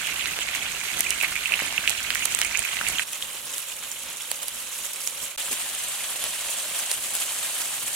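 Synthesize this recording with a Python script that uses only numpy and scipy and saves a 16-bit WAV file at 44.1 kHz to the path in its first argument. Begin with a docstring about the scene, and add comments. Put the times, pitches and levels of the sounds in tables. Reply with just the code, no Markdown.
"""A dense sizzle with single plops and snaps, over a low rumble and dull puffs.
Burger patties and onions fry in an iron skillet over a campfire, heard from three places in turn:
close to the meat, back from both pans, over the onions. Steam bubbles burst in the fat (low, ringing).
Water droplets flash on the iron (high, dry). The largest of each are the plops and snaps."""
import sys
import numpy as np
from scipy import signal
from scipy.fft import rfft, irfft, next_fast_len
from scipy.io import wavfile

SR = 44100
rng = np.random.default_rng(int(sys.argv[2]) if len(sys.argv) > 2 else 0)


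def to_wav(sig):
    """Store sig (one row per channel, or 1-D mono) as 16-bit WAV at the path in sys.argv[1].

    Samples outside -1..1 are clipped; the rate is SR.
    """
    pcm = np.clip(np.atleast_2d(sig), -1, 1) * 32767
    pcm = np.round(pcm).astype(np.int16)
    wavfile.write(sys.argv[1], SR, pcm.T)  # frames by channels


N = 350595

# Listening places: meat, both pans, onions. Each row: start in seconds, end in seconds.
PLACE_SPANS_S = [(0, 3.037), (3.037, 5.362), (5.376, 7.96)]
# Puffs of steam and flame. Each row: start in seconds, relative level in dB, band centre in Hz, decay in ms.
PUFFS = [(0.388, -32, 350, 1.9), (0.969, -36, 350, 2), (1.000, -32, 450, 1.5), (1.232, -26.5, 700, 2.8),
         (1.601, -30, 1200, 0.6), (1.620, -27, 328, 2.8), (1.7255, -22.5, 1380, 0.4),
         (1.787, -34, 200, 4.6), (2.389, -25, 1500, 0.6), (2.4157, -27, 1100, 0.5),
         (2.812, -23.5, 950, 0.8), (2.995, -27, 1300, 0.6), (3.346, -38, 500, 9.8), (4.315, -31, 500, 1.7),
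         (5.227, -42, 270, 6.4), (5.511, -30, 350, 15)]
# Frying spectrum per place. Each row: frequency in Hz, relative density in dB.
MEAT_COLOUR_DB = [(30, -16.5), (60, -18), (220, -17.5), (450, -18), (680, -10.5), (900, -10), (1500, -4),
                  (2450, -0.5), (3300, -3), (4900, -6), (6500, 5), (8500, 4), (12000, -1.5), (15700, -9)]
PANS_COLOUR_DB = [(30, -10.5), (70, -11.5), (200, -8), (430, -9), (530, -2.5), (700, -7), (1100, -2),
                  (1900, -3), (3100, 2.5), (4000, -0.5), (4900, -9.5), (7200, -1.7), (10000, -2),
                  (15700, -13)]
ONIONS_COLOUR_DB = [(30, -15), (60, -16.5), (160, -11), (450, -11.5), (550, -7), (720, -8), (1200, -6),
                    (1900, -6), (3000, -1.2), (4900, -5), (7300, 5), (9200, 7), (12000, 0.5), (15700, -7)]
# Pan-wall echoes favour one ear. Each row: frequency in Hz, left over right in dB.
MEAT_SIDE_DB = [(100, -0.0), (1100, -1), (1400, -6), (1750, -1.5), (2050, -13), (2550, -8), (3300, -4.8),
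                (5000, -4), (6300, -6), (9300, -4.5), (12500, -10)]
PANS_SIDE_DB = [(300, -0.5), (1000, -2), (1800, -1.5), (2250, -7.2), (3200, -1.0), (4800, -1.5),
                (6000, -5.3), (7500, -6), (9000, -2.4), (10700, -4), (13000, -0.5)]
ONIONS_SIDE_DB = [(100, 0), (1050, 0.5), (1900, -2), (2300, -6), (3300, -0.5), (4300, -1.5), (5800, -5.1),
                  (7500, -3.5), (9000, 0), (15000, 0)]
# Simmer, drifting with the heat. Each row: time in seconds, bubbling gain in dB, fizz gain in dB.
MEAT_SIMMER_DB = [(0, -29.5, -33), (0.55, -30.5, -35), (0.66, -31, -35.5), (0.8, -30.5, -32.5),
                  (1.7, -30.5, -34.5), (3.03, -30.5, -32)]
PANS_SIMMER_DB = [(3.04, -42.5, -37.5), (3.15, -37.9, -34), (3.42, -41.5, -37), (4.5, -40, -35.3),
                  (5.26, -39, -35), (5.35, -42, -40)]
ONIONS_SIMMER_DB = [(5.38, -35.5, -30.5), (5.7, -36, -31.5), (6.85, -34.5, -30.5), (7.03, -37, -30.5),
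                    (7.4, -34.5, -29.5), (7.94, -36.5, -30.6)]
# Juice runs onto hot iron. Each row: start in seconds, hold in seconds, extra bubbling in dB,
# extra fizz in dB.
JUICE_SPURTS = [(0.538, 0.022, 2.4, 3.5), (0.979, 0.033, 1, 3), (1.198, .045, 3, 2.5), (1.516, 0.14, 2, 1),
                (1.87, 0.027, 3, 3.5), (2.142, 0.1, 0.5, 1.5), (2.3, .02, 0.5, 5.5), (2.385, .03, 0.5, 2.5),
                (2.527, 0.026, 1, -1), (2.866, .02, 1.5, 4.5), (2.967, .03, 0.5, 0),
                (3.337, 0.038, 2.3, 1.5), (3.46, .15, 3.2, 3.5), (3.657, .045, 2, 3.5),
                (3.816, 0.049, 3, 1), (4.056, 0.033, 4, 0.7), (4.298, 0.016, 4.5, 4),
                (4.412, .02, 2.4, 4.5), (4.565, .06, 0.7, 1.5), (4.727, 0.069, 0.5, 3),
                (4.829, .04, 1.5, 3.5), (4.994, 0.1, 0, 3.5), (5.21, 0.041, 1, 5), (5.374, 0.03, 3, 1.5),
                (5.511, .02, 3, 4.5), (6.217, 0.027, 2.5, 0.5), (6.491, .02, 0.5, 5),
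                (6.743, 0.052, 1.5, 3), (6.895, .02, 2.2, 2), (7.131, 0.094, 2.5, 3), (7.57, 0.046, 1, 2.5),
                (7.857, .03, 1, 3)]
# Large steam bubbles and exploding droplets. Each row: start in seconds, relative level in dB,
# pitch in Hz, ring decay in ms, left over right in dB.
BUBBLE_PLOPS = [(0.0705, -20, 2850, 0.8, -7), (0.1235, -22, 2640, 1.0, -9), (0.2582, -17.5, 2800, 0.22, -9),
                (0.3895, -20, 2520, 0.16, -4), (0.4875, -17, 2270, 0.62, -17), (0.5495, -20, 2060, 0.7, -9),
                (1.0653, -16, 2450, 2.3, -10), (1.212, -15, 2620, 1.0, -11), (1.2356, -15, 2260, 0.56, -10),
                (1.2455, -13.5, 2200, 0.63, -8), (1.3552, -19, 2400, 0.9, -13),
                (1.3632, -15, 2330, 0.89, -11), (1.4574, -12.5, 2620, 1.4, -9),
                (1.5206, -12, 2540, 1.5, -15), (1.5309, -18, 2340, 1.1, -16),
                (1.5386, -8.5, 2680, 0.98, -9), (1.5924, -18, 2170, 0.41, -8),
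                (1.6012, -18.5, 1980, 0.56, -5), (1.7257, -19.5, 2240, 0.13, -10),
                (1.7791, -10, 2660, 1, -9), (1.8764, -7.5, 2700, 0.6, -8), (2.1049, -13, 2520, 0.18, -7),
                (2.1553, -16, 1900, 0.48, -14), (2.4157, -15, 3070, 0.11, -3),
                (2.5493, -17, 2230, 0.47, -10), (2.554, -13, 2480, 1.1, -16), (2.6503, -18, 2320, 1.2, -10),
                (2.7691, -19, 2310, 0.35, -10), (2.79, -20, 2780, 0.74, -17), (2.8124, -19, 1490, 0.84, -4),
                (2.8673, -17.5, 2380, 0.64, -12), (2.9845, -14.5, 3100, 0.87, -13),
                (2.9954, -13.5, 2260, 0.62, -11), (3.2241, -18.5, 3340, 0.56, -2)]
DROPLET_SNAPS = [(0.993, -19, 10710, 0.33, -13), (1.0072, -9.5, 8800, 0.18, 0),
                 (1.1061, -11.5, 8100, 0.16, -10), (1.2266, -20.5, 11400, 0.2, -6),
                 (1.8957, -13.5, 7650, 0.25, -14), (1.9038, -19, 10240, 0.13, -19),
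                 (2.1498, -18.5, 8200, 0.15, -5), (2.2537, -15.5, 8100, 0.16, -10),
                 (2.2563, -12, 10070, 0.13, -12), (2.3486, -11, 7700, 0.46, -19),
                 (2.3895, -17, 7910, 0.18, -5), (2.416, -13.5, 7840, 0.21, -6),
                 (2.4484, -18, 7950, 0.46, -10), (2.5732, -16, 6800, 0.36, -18),
                 (2.5921, -13.5, 8400, 0.55, -15), (2.6506, -25, 11800, 0.14, -5),
                 (2.8871, -15, 8450, 0.22, -16), (3.1323, -22, 7220, 0.2, -6),
                 (3.5818, -20, 9000, 0.21, -3), (3.9157, -23, 7210, 0.44, -13),
                 (4.3155, -15, 9000, 0.14, -5), (4.4311, -22, 8860, 0.24, -5),
                 (4.483, -19.5, 10200, 0.15, -8), (5.0746, -14.5, 7500, 0.4, -9),
                 (6.2404, -18, 9400, 0.17, 1), (6.9148, -14.5, 8530, 0.13, -3),
                 (7.1519, -18, 9360, 0.24, 5)]

FIRE_TOP_HZ, BUBBLE_REF_HZ, FIZZ_FROM_HZ, EDGE_HZ = 350, 1000, 4700, 15900
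BUBBLE_BAND_HZ, BEAD_BAND_HZ, DROPLET_BAND_HZ = (400, 5000), (2000, 3200), (4500, 16000)
IRON_HZ, IRON_HALF_WIDTH_HZ = 542, 15
SPURT_ATTACK_S, SPURT_RELEASE_S = 0.01, 0.017
TEAR_DB_PER_DOUBLING = -4  # a long ring means a gentle tear: less crack and push
MS = 1e-3
AGE_S = np.arange(2048) / SR


def gain_of(db):
    """Decibels to amplitude."""
    return 10 ** (np.asarray(db) / 20)


def unit_rms(x):
    """Scales to rms 1."""
    return x / np.sqrt(np.mean(x ** 2) + 1e-20)


def unit_energy(x):
    """Scales each channel to energy 1."""
    return x / np.sqrt(np.sum(x ** 2, axis=-1, keepdims=True) + 1e-20)


def curve_at(points, hz):
    """Joins (Hz, value) points on a log-frequency axis."""
    point_hz, value = np.transpose(points)
    return np.interp(np.log(hz + 1), np.log(point_hz), value)


def below(hz, edge_hz, order):
    """Power response of a low-pass."""
    return 1 / (1 + (hz / edge_hz) ** order)


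def ears(side_db):
    """Left and right gains of mean power 1."""
    ratio = np.atleast_1d(gain_of(side_db))
    return np.array([ratio, np.ones_like(ratio)]) * np.sqrt(2 / (1 + ratio ** 2))


def add(mix, start_s, sound):
    """Mixes in a stereo sound."""
    part = mix[:, max(0, round(start_s * SR)):][:, :sound.shape[1]]
    part += sound[:, :part.shape[1]]


def wander(n, slow_hz, fast_hz):
    """Random drift of rms 1 between two rates."""
    hz = np.fft.rfftfreq(n, 1 / SR)
    band = below(hz, fast_hz, order=4) * (1 - below(hz, slow_hz, order=4))
    return unit_rms(irfft(rfft(rng.standard_normal(n)) * band, n))


def stereo_noise(n, correlation):
    """White noise with a set correlation between the ears."""
    left, other = rfft(rng.standard_normal((2, n)))
    right = correlation * left + np.sqrt(1 - correlation ** 2) * other
    return irfft(np.array([left, right]), n)


def campfire(n, response, correlation):
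    """Flickering flames: low noise gathered round one deep note."""
    hz = np.fft.rfftfreq(n, 1 / SR)
    low_band = np.sqrt(below(hz, FIRE_TOP_HZ, order=4))
    deep_note = 1 + 1 / (1 + ((hz - 52) / 10) ** 2)
    rumble = irfft(rfft(stereo_noise(n, correlation)) * low_band * deep_note * response, n)
    flicker_db = 2.4 * wander(n, 0.8, 9.9)
    return unit_rms(rumble * gain_of(flicker_db))


def puffs(gain_db):
    """Gusts of steam and flame: short, dull noise, alike at both ears."""
    out = np.zeros((2, N))
    for start_s, db, hz, decay_ms in PUFFS:
        gust = rng.standard_normal(len(AGE_S)) * np.exp(-AGE_S / (decay_ms * MS))
        band = signal.butter(2, [hz / 2, hz * 2], "band", fs=SR, output="sos")
        puff = unit_energy(signal.sosfilt(band, gust)) * ears(0)
        add(out, start_s, gain_of(db + gain_db) * np.sqrt(SR * MS) * puff)
    return out


def burst(hz, ring_ms, opening, glide, lag_ms):
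    """A bursting cavity swells for a share of its ring and dies, pitch rising; one ear hears it first."""
    t = np.maximum(AGE_S - np.maximum([[lag_ms], [-lag_ms]], 0) * MS, 0)
    life = t / (max(ring_ms, 0.03) * MS)
    pitch_hz = hz * (1 + glide * (np.tanh(life) - 0.5))
    turns = np.cumsum(pitch_hz * (t > 0), axis=1) / SR
    envelope = np.exp(-life) * (1 - np.exp(-(life / opening) ** 2))
    return unit_energy(np.sin(2 * np.pi * turns) * envelope)


def pan_echo(sound, echo_db, echo_ms):
    """Adds the quick scatter between pan floor and wall, different at each ear."""
    scatter = rng.standard_normal((2, len(AGE_S))) * np.exp(-AGE_S / (echo_ms * MS)) * (AGE_S > 0.5 * MS)
    echo = unit_energy(signal.fftconvolve(sound, scatter, axes=1)[:, :len(AGE_S)])
    return unit_energy(sound + gain_of(echo_db) * echo)


def swarm(surge, band_hz, lag_ms, per_s, spread_db, cycles, opening, echo_db, spots=48):
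    """Spots in the pan, each with its own pitch and place, burst at random: most faintly, a few loudly."""
    n = len(surge)
    out = np.zeros((2, n))
    for hz in np.linspace(*band_hz, spots):
        ring_ms = cycles * np.exp(0.47 * rng.standard_normal()) / hz / MS
        spot = burst(hz, ring_ms, opening, glide=0.13, lag_ms=rng.laplace() * lag_ms)
        spot = pan_echo(spot, echo_db, echo_ms=7.8) * ears(3 * rng.standard_normal())
        when, size, sign = rng.random((3, 1000))
        active = np.arange(len(when)) < per_s * n / SR / spots
        size_db = spread_db * np.minimum(-np.log(size), 5)
        train = np.bincount((when * n).astype(int), gain_of(size_db) * np.sign(sign - 0.5) * active, n)
        out += signal.oaconvolve((train * surge)[None], spot, axes=1)[:, :n]
    return unit_rms(out)


def bubbling_fat(surge, wash, colour, spread_db, bead_db, iron_db, lag_ms):
    """Spectrum of steam bubbles and longer-ringing beads of fat; the bursts keep the iron ringing."""
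    n = len(surge)
    hz = np.fft.rfftfreq(n, 1 / SR)
    bubbles = swarm(surge, BUBBLE_BAND_HZ, lag_ms, per_s=2500, spread_db=spread_db,
                    cycles=0.79, opening=0.97, echo_db=-6.5)
    beads = swarm(surge, BEAD_BAND_HZ, lag_ms, per_s=130, spread_db=2,
                  cycles=3.8, opening=0.67, echo_db=-3.5)
    fat = rfft(bubbles + gain_of(bead_db) * beads + wash * np.sqrt(surge))
    fat *= colour * np.sqrt(below(hz, FIZZ_FROM_HZ, order=16))
    fat *= 1 + gain_of(iron_db) / (1 + ((hz - IRON_HZ) / IRON_HALF_WIDTH_HZ) ** 2)
    above_fire = np.sqrt(1 - below(hz, FIRE_TOP_HZ, order=4))
    return fat * above_fire / np.std(irfft(fat * (hz > BUBBLE_REF_HZ), n))


def droplet_fizz(surge, hiss, colour, spread_db, lag_ms):
    """Spectrum of droplets and fine spray flashing on the iron."""
    n = len(surge)
    hz = np.fft.rfftfreq(n, 1 / SR)
    droplets = swarm(surge, DROPLET_BAND_HZ, lag_ms, per_s=4000, spread_db=spread_db,
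                     cycles=1.36, opening=0.46, echo_db=-6)
    spray = swarm(surge, DROPLET_BAND_HZ, lag_ms, per_s=2600, spread_db=4,
                  cycles=12.9, opening=0.45, echo_db=8.5)
    fizz = rfft(droplets + gain_of(-4) * spray + hiss)
    fizz *= colour * np.sqrt(1 - below(hz, FIZZ_FROM_HZ, order=16))
    return fizz / np.std(irfft(fizz * (hz < EDGE_HZ), n))


def boil_db(t, simmer):
    """Bubbling and fizz gains: the simmer plus a flare at each spurt of juice."""
    times_s, *drifts_db = np.transpose(simmer)
    gains_db = np.array([np.interp(t, times_s, drift) for drift in drifts_db])
    for start_s, hold_s, *extra_db in JUICE_SPURTS:
        attack = np.clip((t - start_s) / SPURT_ATTACK_S, 0, 1)
        release = np.exp(-np.maximum(t - start_s - hold_s, 0) / SPURT_RELEASE_S)
        gains_db += np.outer(extra_db, attack * release)
    return gains_db


def frying(span_s, simmer, colour_db, side_db, fire_db, fire_correlation, bubble_spread_db,
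           fizz_spread_db, bead_db, wash_db, hiss_db, flurry_db, iron_db, lag_ms, left_delay_ms):
    """The pan from one place: near bursts over a wash of countless faint ones, the fire below."""
    t = np.arange(*span_s, 1 / SR)
    n = next_fast_len(len(t))
    hz = np.fft.rfftfreq(n, 1 / SR)
    colour = gain_of(curve_at(colour_db, hz))
    delay_s = MS * np.array([[left_delay_ms], [0]])
    to_ears = ears(curve_at(side_db, hz)) * np.exp(-2j * np.pi * hz * delay_s)
    flurry = wander(n, 6.3, 31)  # bursts clump as steam finds a way out
    fat_surge = gain_of(flurry_db * (flurry + wander(n, 2.5, 45)))
    fizz_surge = gain_of(flurry_db * (1.64 * flurry + 1.14 * wander(n, 7, 60)))
    wash = stereo_noise(n, 0.78 / (1 + (2 * np.pi * hz * lag_ms * MS) ** 2))  # short waves agree less
    fat = bubbling_fat(fat_surge, gain_of(wash_db) * wash, colour, bubble_spread_db,
                       bead_db, iron_db, lag_ms)
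    fizz = droplet_fizz(fizz_surge, gain_of(hiss_db) * wash, colour, fizz_spread_db, lag_ms)
    fat, fizz = (irfft(spectrum * to_ears, n)[:, :len(t)] for spectrum in (fat, fizz))
    fire = campfire(n, colour * to_ears, fire_correlation)[:, :len(t)]
    fat_gain, fizz_gain = gain_of(boil_db(t, simmer))
    return gain_of(fire_db) * fire + fat_gain * fat + fizz_gain * fizz


def pops(rows, gain_db, push_db, push_ms, crack_db, crack_ms, opening, glide, echo_db, echo_ms,
         low_cut_ratio, usual_ring_ms):
    """Single large bursts: film crack, ring, pan scatter and a low push of released steam."""
    out = np.zeros((2, N))
    push_age = AGE_S / (push_ms * MS)
    push = unit_energy((1 - push_age) * np.exp(-push_age))
    film_band = signal.butter(1, [2500, 11000], "band", fs=SR, output="sos")
    for start_s, db, hz, ring_ms, side_db in rows:
        rupture = rng.standard_normal(len(AGE_S)) * np.exp(-AGE_S / (crack_ms * MS))
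        crack = unit_energy(signal.sosfilt(film_band, rupture))
        # a small source sheds little sound below its pitch
        radiation = signal.butter(3, hz * low_cut_ratio, "high", fs=SR, output="sos")
        ring = unit_energy(signal.sosfilt(radiation, burst(hz, ring_ms, opening, glide, lag_ms=0.09)))
        tear = gain_of(TEAR_DB_PER_DOUBLING * np.log2(ring_ms / usual_ring_ms))
        pop = pan_echo(ring + tear * gain_of(crack_db) * crack, echo_db, echo_ms) * ears(side_db)
        pop += tear * gain_of(push_db) * push
        add(out, start_s, gain_of(db + gain_db) * np.sqrt(SR * MS) * pop)
    return out


def scene():
    """Puffs, the sizzle from three places in turn, and the large bursts on top."""
    meat = frying(PLACE_SPANS_S[0], MEAT_SIMMER_DB, MEAT_COLOUR_DB, MEAT_SIDE_DB, fire_db=-47.5,
                  fire_correlation=0.73, bubble_spread_db=3, fizz_spread_db=4.5, bead_db=-3.5,
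                  wash_db=0.5, hiss_db=-1, flurry_db=0.62, iron_db=-25, lag_ms=0.11, left_delay_ms=0.071)
    pans = frying(PLACE_SPANS_S[1], PANS_SIMMER_DB, PANS_COLOUR_DB, PANS_SIDE_DB, fire_db=-56.5,
                  fire_correlation=0.25, bubble_spread_db=2, fizz_spread_db=3.5, bead_db=-5,
                  wash_db=7, hiss_db=-3.5, flurry_db=0.9, iron_db=-7, lag_ms=0.054, left_delay_ms=0)
    onions = frying(PLACE_SPANS_S[2], ONIONS_SIMMER_DB, ONIONS_COLOUR_DB, ONIONS_SIDE_DB, fire_db=-55.5,
                    fire_correlation=0.39, bubble_spread_db=1.5, fizz_spread_db=3, bead_db=-8.5,
                    wash_db=4, hiss_db=-1, flurry_db=0.88, iron_db=-7, lag_ms=0.055, left_delay_ms=-0.02)
    out = puffs(gain_db=2)
    for (start_s, _), sizzle in zip(PLACE_SPANS_S, (meat, pans, onions)):
        add(out, start_s, sizzle)
    out += pops(BUBBLE_PLOPS, gain_db=1.5, push_db=-27, push_ms=0.081, crack_db=-19, crack_ms=0.5,
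                opening=0.53, glide=0.026, echo_db=-7.5, echo_ms=14, low_cut_ratio=0.54, usual_ring_ms=0.6)
    out += pops(DROPLET_SNAPS, gain_db=2, push_db=-23, push_ms=0.17, crack_db=-6, crack_ms=0.43,
                opening=0.26, glide=0.041, echo_db=-8, echo_ms=1, low_cut_ratio=0.66, usual_ring_ms=0.2)
    return out


def record(dry):
    """Microphone bass roll-off, full-scale clip, band limit."""
    thinned = signal.sosfilt(signal.butter(2, 34, "high", fs=SR, output="sos"), dry)
    low_pass = signal.firwin(511, EDGE_HZ, window=("kaiser", 9), fs=SR)
    return signal.oaconvolve(np.clip(thinned, -1, 1), low_pass[None], "same", axes=1)


dry = scene()
out = record(dry)
to_wav(out)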